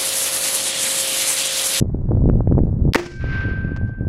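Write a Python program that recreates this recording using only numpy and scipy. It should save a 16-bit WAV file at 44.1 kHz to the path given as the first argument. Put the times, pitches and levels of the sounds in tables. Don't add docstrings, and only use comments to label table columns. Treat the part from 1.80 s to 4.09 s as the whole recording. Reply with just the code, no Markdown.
import sys
import numpy as np
from scipy import signal
from scipy.fft import rfft, irfft
from scipy.io import wavfile
from scipy.ndimage import uniform_filter1d, minimum_filter1d

SR = 44100
rng = np.random.default_rng(int(sys.argv[2]) if len(sys.argv) > 2 else 0)


def inscribe(sig):
    pcm = np.round(np.clip(np.atleast_2d(sig).T, -1, 1) * 32767)
    wavfile.write(sys.argv[1], SR, pcm.astype(np.int16))


N = 100812
TIME = np.arange(N) / SR

# (time [s], level [dB])
WIND_LEVEL = [(0, -21), (.08, -23.5), (.25, -22), (.33, -15), (.5, -16.5), (.58, -13), (.64, -23.5),
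              (.68, -16.5), (.86, -17), (.96, -22), (1.1, -9.5), (1.3, -16.5), (1.46, -8), (1.54, -23),
              (1.8, -24), (1.96, -27), (2.05, -19.5), (2.15, -33.5), (2.28, -20.5)]
# (frequency [Hz], density [dB per Hz])
RUMBLE_SPECTRUM = [(12, -16.5), (25, 3.5), (50, -1.5), (95, 3.5), (160, -4), (260, -14.5), (450, -33.5),
                   (900, -47), (2000, -86)]
# (frequency [Hz], density [dB per Hz])
HISS_SPECTRUM = [(200, -10.5), (900, 5.5), (1600, -5), (2200, -15), (3000, -32.5), (4000, -23),
                 (5500, -32.5), (7300, -25), (9500, -42), (11500, -33.5), (16000, -41.5)]
# (time [s], peak level [dB], width [s])
LARGE_EDDIES = [(0.015, -3, 0.0014), (0.025, -2, 0.0014), (0.147, -8.5, 0.00115), (0.311, -6, 0.0011),
                (0.318, -8.5, 0.00069), (0.441, -3.5, 0.00143), (0.458, -1.5, 0.0011), (0.465, -15, 0.002),
                (0.478, -1, 0.0016), (0.49, -3, 0.00097), (0.499, 2, 0.00096), (0.557, -8, 0.0013),
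                (0.607, -7.5, 0.00067), (0.675, -5.5, 0.00083), (0.714, -4.5, 0.00103), (0.724, -1, 0.0011),
                (0.753, -10.5, 0.0013), (0.773, -6, 0.0011), (0.781, -3, 0.00078), (0.79, -2.5, 0.00088),
                (0.805, -5, 0.0014), (0.836, -4, 0.0015), (1.054, -3.5, 0.0014), (1.078, -11.5, 0.00081),
                (1.121, 13, 0.0014), (1.442, -2, 0.00078), (1.654, -16.5, 0.0011), (1.686, -14.5, 0.00109),
                (1.71, -25, 0.00109), (1.849, -11, 0.0015), (1.919, -10.5, 0.0016), (2.21, -9.5, 0.0014),
                (2.27, -12.5, 0.0014)]

# (frequency [Hz], density [dB per Hz])
STRIKER = (1.1348, 22.2, 0.0013, 0.008)
STRIKER_SPECTRUM = [(300, -32), (900, -14.5), (2300, -3.5), (5000, -1.5), (6500, -19), (8600, -21.5),
                    (12000, -16.5), (16000, -31)]
CRACK = (1.1458, 28.8, .002, .016)
CRACK_SPECTRUM = [(100, -29), (300, -26.5), (900, -1), (1950, 2), (2600, -16), (3800, -11.5), (4900, -10.5),
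                  (7500, -22), (13500, -26.5), (16000, -43)]
BLAST = (1.1514, 32.1, .006, .03)
BLAST_SPECTRUM = [(60, -38.5), (200, -8), (350, 6.5), (530, -1.5), (720, -18), (950, -8.5), (1400, -24.5),
                  (2000, -8.5), (3600, -26), (5000, -25.5), (8500, -33.5), (13500, -39.5), (16000, -46)]
# (frequency [Hz], initial rms level [dB], 60 dB decay time [s])
RESONANCES = [(349.5, 22.5, .26), (527, 6.5, .12), (1561.3, -17, 2.3), (1865, 22, 0.055), (2280, -19.5, .8),
              (4807, -37.5, .9)]
# (time [s], level [dB], hold [s], 60 dB decay time [s])
KNOCKS = [(1.1583, 33, 0.0011, 0.013), (1.191, 9, 0.0047, .04), (1.963, -33, .002, 0.021),
          (1.970, -37.5, .003, .03), (2.072, -56.5, .02, .12)]
# (frequency [Hz], density [dB per Hz])
KNOCK_SPECTRUM = [(300, 10), (1100, 6.5), (2400, -1), (3800, -10.5), (4900, -8), (7500, -20), (10000, -37),
                  (15000, -40)]

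# (time [s], level [dB], rise [s])
GROUND = (1.158, 15.8, .002)
# (frequency [Hz], density [dB per Hz])
GROUND_SPECTRUM = [(40, 4.5), (150, 7), (400, 9.5), (900, 4), (2200, 2), (3500, -9), (5500, -7),
                   (8000, -18), (13000, -28.5), (16000, -25.5)]
# (frequency [Hz], 60 dB decay time [s])
GROUND_DECAY = [(100, 0.43), (700, 0.23), (2000, .26), (5000, 0.32), (8000, .3), (14000, 0.19)]
# (time [s], level [dB], rise [s])
TREES = (1.385, -26, 0.027)
# (frequency [Hz], density [dB per Hz])
TREES_SPECTRUM = [(100, 10), (400, 2), (800, -4), (1300, 4), (2500, 3), (3500, -7), (5300, -12),
                  (7500, -29), (11000, -57.5), (15000, -59.5)]
# (frequency [Hz], 60 dB decay time [s])
TREES_DECAY = [(200, 1.6), (1000, 1.49), (2500, 1.215), (5000, 0.93), (10000, 0.68)]


def amp(db):
    return 10 ** (np.asarray(db) / 20)


def unit(x):
    return x / np.sqrt(np.mean(x ** 2) + 1e-30)


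def read(points, hz):
    frequency, value = np.transpose(points)
    return np.interp(np.log(hz + 1), np.log(frequency + 1), value)


def add(mix, start_s, sound):
    part = mix[round(start_s * SR):][:len(sound)]
    part += sound[:len(part)]


def noise(spectrum):
    hz = np.fft.rfftfreq(N, 1 / SR)
    return unit(irfft(rfft(rng.standard_normal(N)) * amp(read(spectrum, hz)), N))


def rumble(level_db):
    x = noise(RUMBLE_SPECTRUM)
    x /= np.sqrt(uniform_filter1d(x ** 2, size=3500))
    return amp(level_db + 1) * x


def hiss(level_db):
    mean_db, gust_share = -59, 0.4
    swell_db = gust_share * (level_db - level_db.mean())
    return amp(mean_db + swell_db) * noise(HISS_SPECTRUM)


def add_eddy(mix, center_s, db, width, phase, size=2048):
    t = np.arange(-size, size) / SR
    swing = (np.exp(2j * np.pi * phase) / (1 - 1j * t / width) ** 2).real
    swing *= np.hanning(2 * size)
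    cut = max(size - round(center_s * SR), 0)
    add(mix, max(center_s - size / SR, 0), amp(db) * swing[cut:])


def large_eddies():
    out = np.zeros(N)
    for eddy, phase in zip(LARGE_EDDIES, rng.random(len(LARGE_EDDIES))):
        add_eddy(out, *eddy, phase)
    return out


def small_eddies(level_db):
    rate, offset_db, spread_db = 150, -2, 2
    typical_width, width_spread = 0.0013, 0.3
    out = np.zeros(N)
    chance, phases = rng.random((2, N))
    strengths, widths = np.clip(rng.standard_normal((2, N)), -2, 2)
    for i in np.flatnonzero(chance < rate / SR):
        db = level_db[i] + offset_db + spread_db * strengths[i]
        width = typical_width * np.exp(width_spread * widths[i])
        add_eddy(out, i / SR, db, width, phases[i])
    return out


def wind():
    level_db = np.interp(TIME, *np.transpose(WIND_LEVEL))
    return rumble(level_db) + hiss(level_db) + large_eddies() + small_eddies(level_db)


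def causal(gain, size=8192):
    log_gain = np.log(np.maximum(gain, gain.max() * 1e-5))
    mirrored = np.r_[log_gain, log_gain[-2:0:-1]]
    response = np.exp(np.conj(signal.hilbert(mirrored)))
    return np.fft.ifft(response).real[:size]


def burst(level_db, hold, t60, spectrum, size=8192):
    t, hz = np.arange(size) / SR, np.fft.rfftfreq(size, 1 / SR)
    envelope = amp(-60 * np.maximum(t - hold, 0) / t60)
    x = envelope * rng.standard_normal(size)
    for _ in range(3):
        white = irfft(np.exp(1j * np.angle(rfft(x))))
        x = white * np.sqrt(envelope)
    x = signal.fftconvolve(x, causal(amp(read(spectrum, hz))))[:size]
    return amp(level_db) * x * np.linalg.norm(envelope) / np.linalg.norm(x)


def firing():
    out = np.zeros(N)
    stages = [(STRIKER, STRIKER_SPECTRUM), (CRACK, CRACK_SPECTRUM), (BLAST, BLAST_SPECTRUM)]
    for (start_s, *shape), spectrum in stages:
        add(out, start_s, burst(*shape, spectrum))
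    return out


def ringing():
    out = np.zeros(N)
    for hz, db, t60 in RESONANCES:
        peak = np.sqrt(2) * amp(db - 60 * TIME / t60)
        add(out, BLAST[0], peak * np.sin(2 * np.pi * hz * TIME))
    return out


def knocks():
    out = np.zeros(N)
    for start_s, *shape in KNOCKS:
        add(out, start_s, burst(*shape, KNOCK_SPECTRUM))
    return out


def scatter(arrival, spectrum, decay, patchy_db, size=256):
    start_s, level_db, rise = arrival
    hz, t, bands = signal.stft(noise(spectrum), SR, nperseg=size)
    clumps = unit(uniform_filter1d(rng.standard_normal(len(t)), size=5))
    gain_db = patchy_db * clumps - 60 * t / read(decay, hz)[:, None]
    tail = signal.istft(bands * amp(gain_db), SR, nperseg=size)[1][:N]
    out = np.zeros(N)
    add(out, start_s, amp(level_db) * np.minimum(TIME / rise, 1) * tail)
    return out


def scene():
    launcher = firing() + ringing() + knocks()
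    ground = scatter(GROUND, GROUND_SPECTRUM, GROUND_DECAY, patchy_db=2.3)
    trees = scatter(TREES, TREES_SPECTRUM, TREES_DECAY, patchy_db=1.4)
    return (wind() + launcher + ground + trees)[None]


def record(dry):
    threshold_db, recovery = -9, 102.5
    lookahead, smoothing = 0.02, 0.011
    power_db = 10 * np.log10(abs(uniform_filter1d(dry[0] ** 2, size=400)) + 1e-12)
    excess_db = np.maximum(power_db - threshold_db, 0)
    over_db = -minimum_filter1d(-excess_db, 2 * round(lookahead * SR) + 1)
    fall_db = TIME * recovery
    held_db = np.maximum.accumulate(over_db + fall_db) - fall_db
    duck_db = uniform_filter1d(held_db, round(smoothing * SR))
    x = dry * amp(-duck_db)
    x = x / (1 + (x / 0.8) ** 8) ** (1 / 8)
    low_pass = signal.firwin(255, 16200, window=("kaiser", 9), fs=SR)
    return signal.oaconvolve(x, low_pass[None], "same")


dry = scene()
out = record(dry)
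inscribe(out)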